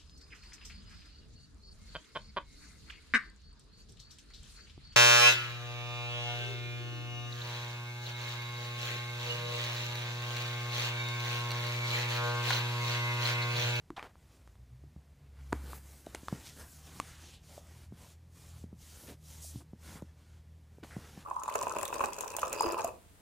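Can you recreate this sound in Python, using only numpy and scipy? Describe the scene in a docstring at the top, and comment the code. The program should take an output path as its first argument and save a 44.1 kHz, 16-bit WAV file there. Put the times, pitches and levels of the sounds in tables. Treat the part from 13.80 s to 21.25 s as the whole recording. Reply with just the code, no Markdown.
"""A quiet room, indoors, with a hand-held microphone close to a leather saddle: filtered noise is its still air,
and low sine lines are a hum, like an engine beyond the walls, that climbs unevenly until about 4.6 s.
Fittings soon click (noise snaps and damped rings) and the leather scuffs (bursts of stick and slip).
Then a soft cloth wipes in strokes, hissing and dragging (shaped friction noise). From about 1 s
handling makes dull bumps (short low rings). Clicks and bumps leave a brief reflected tail."""
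import sys
import numpy as np
from scipy import signal
from scipy.fft import rfft, irfft
from scipy.io import wavfile
from scipy.ndimage import uniform_filter1d

SR = 44100
rng = np.random.default_rng(int(sys.argv[2]) if len(sys.argv) > 2 else 0)


def materialize(psi):
    """Save the field psi as 16-bit PCM at rate SR to the path in sys.argv[1].

    A 1-D psi becomes a single channel; in a 2-D psi each row is a channel.
    """
    bounded = np.clip(np.atleast_2d(psi).T, -1, 1)
    quanta = np.round(bounded * 32767).astype(np.int16)
    wavfile.write(sys.argv[1], SR, quanta)


N = 328443
TIME = np.arange(N) / SR


def amp(db):
    """Decibels to an amplitude factor."""
    return 10 ** (np.asarray(db) / 20)


def unit(x):
    """Scales to an rms of 1."""
    return x / np.sqrt(np.mean(x ** 2) + 1e-20)


def read(points, hz):
    """A spectrum table in dB at the given frequencies, interpolated over log frequency."""
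    f, db = np.transpose(points)
    return np.interp(np.log(hz + 1), np.log(f + 1), db)


def follow(rows, t):
    """The columns of a curve table at the times t."""
    s, *columns = np.transpose(rows)
    return [np.interp(t, s, c) for c in columns]


def colour(x, points):
    """Gives x the spectrum of a table, at an rms of 1."""
    gain = amp(read(points, np.fft.rfftfreq(len(x), 1 / SR)))
    return unit(irfft(rfft(x) * gain, len(x)))


def impulse(points, size=2048):
    """A causal (minimum-phase) pulse of peak 1 with the spectrum of a table."""
    log_gain = np.log(amp(read(points, abs(np.fft.fftfreq(size, 1 / SR)))))
    pulse = np.fft.ifft(np.exp(np.conj(signal.hilbert(log_gain)))).real
    return pulse / abs(pulse).max()


def drift(hz, size=N):
    """Slow chance of rms 1, no faster than about hz."""
    f = np.fft.rfftfreq(size, 1 / SR)
    spectrum = rfft(rng.standard_normal(size)) * np.exp(-(f / hz) ** 2)
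    return unit(irfft(spectrum, size))


def add(mix, s, sound):
    """Mixes a sound in at time s."""
    part = mix[max(round(s * SR), 0):][:len(sound)]
    part += sound[:len(part)]


# the still room at the microphone, relative spectrum: f/Hz, level/dB per Hz
ROOM_SPECTRUM = [(20, -15), (45, -1.5), (70, 6), (110, -1), (200, -7.5), (330, -15.5), (480, -17.5),
                 (750, -20.5), (1380, -26.5), (1900, -25.5), (2900, -29.5), (6900, -32.5), (14300, -38.5),
                 (15500, -43)]
ROOM_DB = -62.5  # rms level of the air


def room_air():
    """The air of the still room is steady noise with the room's spectrum."""
    return amp(ROOM_DB) * colour(rng.standard_normal(N), ROOM_SPECTRUM)


# the hum beyond the walls, before throb, waver and room lift: t/s, pitch f/Hz, level/dB
HUM_CURVE = [(0, 58.5, -72), (.4, 56.5, -75), (.74, 58.22, -58), (.94, 61.94, -58.5), (1.08, 72.03, -56),
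             (1.48, 70.25, -62.5), (1.7, 67.96, -52.5), (2.0, 68, -55.5), (2.4, 71.05, -62.5),
             (3.0, 75.5, -57.5), (3.45, 78.8, -61), (3.75, 80.3, -60), (4.6, 84.1, -58), (4.9, 80, -54.5),
             (5.1, 77.5, -61.5), (5.35, 77.15, -55), (6.25, 79.27, -57.5), (6.38, 79.3, -61),
             (6.75, 79.5, -56.5), (7.44, 77, -60.5)]
# its lines: multiple of the pitch, relative level/dB
HUM_LINES = [(1, 0), (1.5, -16.5), (2, -9)]
# bass resonances of the room, which lift a line as it glides through: f/Hz, half width/Hz, lift level/dB
ROOM_RESONANCES = [(68.17, 0.86, 8), (123.4, 6.8, 10)]
# the hum throbs about this time while it picks up speed
THROB_PEAK_S, THROB_SPAN_S, THROB_HZ, THROB_DB = 0.937, 0.55, 7.8, 4.5


def hum(waver_db=3.0):
    """Three low lines share one changing speed; each wavers in level and phase, and room resonances lift it."""
    hz, db = follow(HUM_CURVE, TIME)
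    turns = np.cumsum(hz) / SR
    lines = np.zeros(N)
    for order, order_db in HUM_LINES:
        lift_db = sum(mode_db / (1 + ((order * hz - mode_hz) / half_width) ** 2)
                      for mode_hz, half_width, mode_db in ROOM_RESONANCES)
        wander_turns = .04 * drift(hz=7)
        gain = amp(order_db + lift_db + waver_db * drift(hz=8.7))
        lines += gain * np.sin(2 * np.pi * (order * turns + wander_turns))
    t = TIME - THROB_PEAK_S
    throb_db = THROB_DB * np.cos(2 * np.pi * THROB_HZ * t) * np.exp(-(t / THROB_SPAN_S) ** 2)
    return np.sqrt(2) * amp(db + throb_db) * lines


def ring(hz, t60, size=4096):
    """One damped mode, pushed inwards first."""
    t = TIME[:size]
    return -np.sin(2 * np.pi * hz * t) * np.exp(-np.log(1000) * t / t60)


# clicks of fittings and stiff leather, close by:
# t/s, level/dB before the ring's damping, ring f/Hz, ring t60/s, snap level/dB relative to the click
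CLICK_EVENTS = [(0.104, -30, 1090, 0.0066, -12), (.1042, -32, 333, 0.038, -37),
                (0.1673, -51, 1300, 0.0067, -6), (0.1809, -32.5, 810, 0.02, -25),
                (0.1942, -32.5, 2360, 0.0082, -26), (0.2276, -22.5, 1390, 0.0013, -31),
                (0.2282, -40, 3080, 0.0083, -17), (0.244, -33, 980, 0.0034, -27),
                (0.3557, -42.5, 1070, 0.0036, -28), (0.6758, -35.5, 1190, 0.0015, -15),
                (0.755, -46.5, 1190, 0.0018, -10), (1.7250, -23.5, 980, 0.0057, -41),
                (1.7282, -27, 975, 0.022, 0), (1.7286, -20, 1510, 0.0055, -23),
                (1.9325, -29, 1150, 0.0068, -27), (1.978, -49, 910, 0.011, -2),
                (2.2645, -47, 3840, 0.011, 7), (2.2685, -36, 643, 0.022, -14), (2.348, -32, 2070, 0.01, 1),
                (2.3495, -33.5, 740, 0.015, 10), (2.357, -39.5, 2840, 0.0082, 1),
                (2.484, -23, 1214, 0.0081, -4.5), (3.2, -21, 1139, 0.013, 3), (3.779, -35, 620, 0.02, -18),
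                (6.222, -35.5, 550, 0.014, -9), (7.046, -39, 900, 0.0062, -17)]
# colour of a click's snap: f/Hz, level/dB per Hz
SNAP_SPECTRUM = [(150, -18), (500, -8), (900, -2), (1500, 1), (2200, -2), (3000, 2), (4200, -2), (5400, -9),
                 (6700, -1), (8500, -1), (10500, -12), (15000, -19)]


def clicks():
    """A sharp snap, a millisecond of scraping contact and one heavily damped ring."""
    out, snap = np.zeros(N), impulse(SNAP_SPECTRUM)
    contact = np.exp(-TIME[:len(snap)] / .0011)
    for s, db, hz, t60, snap_db in CLICK_EVENTS:
        scrape = colour(rng.standard_normal(len(snap)), SNAP_SPECTRUM) * contact
        add(out, s, amp(db) * ring(hz, t60))
        add(out, s, amp(db + snap_db) * (.3 * scrape - .7 * snap))
    return out


def reflections(x, low_t60=0.13, low_db=-13, high_db=-19, bass_hz=380, size=12000):
    """A short tail from floor and walls, in which the bass lasts longest."""
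    t = TIME[:size]
    high_t60, delay_s = .09, .004
    taps = rng.choice([-1, 1], size) * (rng.random(size) < 2000 / SR) * (t > delay_s)  # 2000 echoes per s
    bass = signal.butter(2, bass_hz, fs=SR, output="sos")
    low, high = (taps * np.exp(-np.log(1000) * t / t60) for t60 in (low_t60, high_t60))
    low_tail = amp(low_db) * signal.sosfilt(bass, low / np.linalg.norm(low))
    high_tail = amp(high_db) * high / np.linalg.norm(high)
    return signal.oaconvolve(x, low_tail + high_tail)[:N]


def friction(size, per_s, spread_db, grain):
    """Sparse slips of uneven size over the smooth noise of countless fibres."""
    slips = (rng.random(size) < per_s / SR) * rng.choice([-1, 1], size)
    slips = slips * amp(spread_db * np.minimum(rng.exponential(1, size), 3.2))
    grain = np.clip(grain, 0, 1)  # share of the power in the slips
    return np.sqrt(grain) * unit(slips) + np.sqrt(1 - grain) * rng.standard_normal(size)


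# short scuffs where the cloth or hand catches:
# t/s, nominal length/s, level/dB before the swell and sag, centre f/Hz, width/octaves, graininess/0-1
SCUFF_EVENTS = [(.163, 0.062, -43.5, 1050, 0.67, 0.36), (.164, 0.016, -49.5, 3260, 0.44, 0),
                (0.224, 0.064, -49, 690, 0.94, 0.3), (0.213, 0.032, -67, 2960, 0.48, 0.8),
                (0.288, 0.038, -64, 700, 1.14, 0.7), (0.497, 0.13, -70, 270, 0.61, 0.5),
                (1.039, 0.47, -88, 2000, 0.16, .3), (1.738, 0.065, -55, 895, 0.72, .2),
                (2.531, 0.093, -56.5, 260, 0.68, 0.16), (2.65, 0.06, -49.5, 3950, 1.04, 0.56),
                (2.783, 0.12, -61.5, 871, 0.63, 0), (3.22, 0.25, -59.5, 1560, 0.48, 0.2),
                (3.483, 0.14, -62.5, 3260, 0.3, .1), (3.677, 0.2, -61.5, 603, .35, .07),
                (4.2, 0.12, -61.5, 477, 0.77, 0.17), (5.169, .16, -59.5, 11000, .25, 0),
                (5.224, .06, -57, 327.4, 0.61, 0.24), (5.278, 0.07, -48.5, 290, 0.68, 0.15),
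                (5.267, 0.085, -56, 2010, 0.94, 0.6), (5.614, .12, -47.5, 7440, 0.49, 0.05),
                (5.637, 0.021, -57.5, 640, 0.21, 1), (5.737, 0.11, -53.5, 273, 0.13, 0.47),
                (5.803, .025, -54, 338, 0.9, 0.5), (6.147, .065, -55, 220, 1.29, 0.47),
                (6.151, 0.089, -62.5, 1346, 0.39, 0.86), (7.028, .026, -46, 275, 0.58, .5),
                (7.029, 0.027, -51, 1704, 0.66, 0.9), (7.103, 0.064, -53, 1680, 0.31, 0),
                (7.151, .05, -64, 680, 0.5, 0.02)]


def scuffs(hold=0.53, end=1.12, late_gain=0.67):
    """Bursts of stick and slip swell quickly, sag and run out; hold and end are in nominal lengths."""
    out = np.zeros(N)
    for s, length, db, centre_hz, octaves, grain in SCUFF_EVENTS:
        slips = friction(size=32768, per_s=800, spread_db=3.5, grain=grain)
        hz = np.fft.rfftfreq(len(slips), 1 / SR)
        away = np.log2((hz + 1) / centre_hz) / octaves  # distance from the centre, in widths
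        rasp = unit(irfft(rfft(slips) / (1 + (away / 2) ** 2) ** 2))
        progress = TIME[:len(rasp)] / length
        grip = 1 - np.exp(-progress / .09)
        sag = np.interp(progress, [0, hold, end], [1, late_gain, 0])
        add(out, s, amp(db) * grip * sag * rasp)
    return out


# strokes of the cloth, close to the microphone: start t/s, length/s, nominal hiss level/dB of the sliding weave,
# nominal drag level/dB of the pressed cloth, swell/dB from start to end, brightness/dB per octave, time to gain speed/s
STROKE_EVENTS = [(0.35, 0.4, -78, -73.5, -2, -1, 0.065), (0.499, 0.061, -74, -72, 10, -7, 0.074),
                 (1.13, 0.83, -92, -72.5, 22, 6, .08), (1.57, 0.21, -73, -69.5, 5, -2, 0.076),
                 (1.72, 0.26, -64, -61.5, 15.5, 3.5, 0.058), (2.027, .21, -61.5, -61, -2, 2, 0.13),
                 (2.25, 0.33, -62.5, -56.5, 2.5, 0, 0.024), (2.615, 0.13, -55.5, -55, -6.5, -4, 0.18),
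                 (2.771, 0.056, -54.5, -52, -1.5, 1, 0.063), (2.864, 0.23, -61, -67, -12.5, 1, 0.099),
                 (3.104, .25, -57.5, -54.5, -5, -2.5, 0.18), (3.378, .19, -59.5, -58.5, -2, -5.5, 0.092),
                 (3.649, 0.15, -59.5, -61.5, 2.5, -2, 0.079), (3.822, 0.24, -65.5, -62.5, 0.5, -2, .08),
                 (4.181, .16, -61, -60, -2.5, -2, 0.11), (4.552, 0.29, -63, -63.5, -4, -1.5, 0.085),
                 (4.998, 0.335, -58, -63, 1.5, -0.5, .07), (5.452, 0.36, -57, -64, -3.5, -0.5, 0.094),
                 (6.034, 0.15, -56, -54, 1.5, -0.7, 0.087), (6.194, 0.13, -76, -70.5, -9, -2.5, .06),
                 (6.38, 0.23, -74.5, -70, -5, -4.5, 0.092), (6.90, .11, -81, -70.5, 7, 1, 0.023),
                 (7.035, 0.41, -63, -57, 0, -1.5, 0.014)]
STOP_S = 0.049  # the hand takes about this long to come to rest
BRIGHTEN = 0.55  # a stroke that speeds up also brightens (dB per octave for each dB of swell)


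def wipe(t):
    """Each stroke gains speed, swells or eases, and stops: hiss gain, drag gain and brightness at times t."""
    start, length, hiss_db, drag_db, swell_db, brightness, rise_s = np.transpose(STROKE_EVENTS)[:, :, None]
    starting = 1 + np.tanh(2 * (t - start) / rise_s)
    stopping = 1 + np.tanh(2 * (start + length - t) / STOP_S)
    moving = starting * stopping / 4
    speed_db = swell_db * (np.clip((t - start) / length, 0, 1) - .5)
    slide = moving * amp(hiss_db + speed_db)
    press = moving * amp(drag_db + speed_db)
    # overlapping strokes share the brightness by their hiss
    tilt = (slide * (brightness + BRIGHTEN * speed_db)).sum(0) / (slide.sum(0) + 1e-12)
    return slide.sum(0), press.sum(0), tilt


def patches(shape, frames, bins):
    """Random blotches over time and frequency, of rms 1."""
    noise = rng.standard_normal(shape)
    return unit(uniform_filter1d(uniform_filter1d(noise, bins, axis=0), frames, axis=1))


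# the weave sliding, relative spectrum: f/Hz, level/dB per Hz
WEAVE_SPECTRUM = [(900, -31), (2000, -15.5), (3000, -4), (4500, -3), (6500, 0.5), (8500, -1), (11000, -3),
                  (15000, -7.5)]
# the cloth dragging on the leather, relative spectrum: f/Hz, level/dB per Hz
DRAG_SPECTRUM = [(20, -18), (60, 18.5), (120, 10), (250, 9), (400, 4.5), (600, 2), (850, 1), (1400, 0.5),
                 (2200, -2.5), (3200, -7), (5000, -10), (10000, -39)]


def cloth(patchy_db=1.43, hollow_db=2.5, flutter_db=0.5, drag_db=-1.1, unsteady_db=2.0):
    """Fibres slip over the leather: a hiss that brightens as the cloth skims, and a grainy drag as it presses."""
    fibres = colour(friction(N, per_s=6000, spread_db=2.5, grain=.35), WEAVE_SPECTRUM)
    hz, t, z = signal.stft(fibres, SR, nperseg=512, noverlap=384)
    slide, press, brightness = wipe(t)
    tilt = amp(np.log2(np.maximum(hz, 2500) / 7000)[:, None] * brightness)
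    # shifting folds favour one band of the hiss, then another
    folds = patches(z.shape, frames=16, bins=12)
    hiss = signal.istft(z * tilt * amp(patchy_db * folds), SR, nperseg=512, noverlap=384)[1][:N]
    # hollows under the hand give the drag narrow, passing resonances
    drag = colour(friction(N, per_s=700, spread_db=3, grain=.4), DRAG_SPECTRUM)
    z = signal.stft(drag, SR, nperseg=1024, noverlap=768)[2]
    hollows = patches(z.shape, frames=16, bins=4)
    drag = signal.istft(z * amp(hollow_db * hollows), SR, nperseg=1024, noverlap=768)[1][:N]
    hiss = hiss * np.interp(TIME, t, slide)
    drag = drag * np.interp(TIME, t, press) * amp(drag_db + unsteady_db * drift(hz=11))
    return (hiss + drag) * amp(flutter_db * drift(hz=36))


def low_cut(x, hz):
    """A second-order high-pass."""
    return signal.sosfilt(signal.butter(2, hz, "highpass", fs=SR, output="sos"), x)


# dull bumps of handling, close by:
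# t/s, level/dB before mode levels and damping, ring f/Hz, hardness (edge level/dB relative to the bump)
BUMP_EVENTS = [(1.038, -43.5, 330, -13), (1.163, -39.5, 164, -5.5), (1.7284, -36, 139, 4),
               (1.7289, -20, 370, -1.5), (1.839, -40, 157.5, -10), (2.2683, -35.5, 364, -10),
               (2.347, -30, 354, -30), (2.432, -37, 271, -16), (2.5265, -21.5, 176, -4.5),
               (3.2, -36, 290, -32), (4.123, -34.5, 200, -9), (4.84, -33.5, 220, -11),
               (4.9285, -35.5, 190, -10), (5.758, -30.5, 113, -9.5), (5.9332, -33.5, 197, -7.5),
               (6.156, -38, 196, -7), (6.224, -31.5, 172, -8), (6.984, -41.5, 427.5, -8),
               (7.1663, -26.5, 180, -6), (7.376, -34.5, 186, -5)]
# what a bump rings: multiple of its ring f, relative level/dB
BUMP_RINGS = [(1.002, 5), (1.7, -4), (2.7, -16.5)]
# colour of a bump's hard edge: f/Hz, level/dB per Hz
EDGE_SPECTRUM = [(100, -8), (250, -1), (500, 0), (750, -5), (1100, -14), (1700, -29), (3000, -50),
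                 (8000, -75)]
BUMP_CYCLES = 4.22  # cycles of its ring f in which a bump dies away by 60 dB


def bumps(lowest_hz=90):
    """A soft blow rings the body for a few cycles; a harder one adds a knock at its start."""
    out, edge = np.zeros(N), impulse(EDGE_SPECTRUM)
    yielding = 1 - np.exp(-(TIME[:4096] / .0011) ** 2)
    for s, db, hz, hard_db in BUMP_EVENTS:
        t60 = BUMP_CYCLES / hz
        body = sum(amp(mode_db) * ring(hz * k, t60 / np.sqrt(k)) for k, mode_db in BUMP_RINGS)
        add(out, s, amp(db) * yielding * body)  # the padding gives way, so the ring starts softly
        add(out, s, -amp(db + hard_db) * edge)
    return low_cut(out, lowest_hz)  # a small body radiates little deep bass


def scene():
    """Everything reaches one microphone, so both channels are alike."""
    knocks = clicks() + bumps()
    mono = room_air() + hum() + knocks + reflections(knocks) + scuffs() + cloth()
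    return np.array([mono, mono])


def record(dry):
    """The recorder's band limit: a low-pass at 15450 Hz."""
    band_limit = signal.firwin(511, 15450, window=("kaiser", 9), fs=SR)
    return signal.oaconvolve(dry, band_limit[None], "same")


dry = scene()
out = record(dry)
materialize(out)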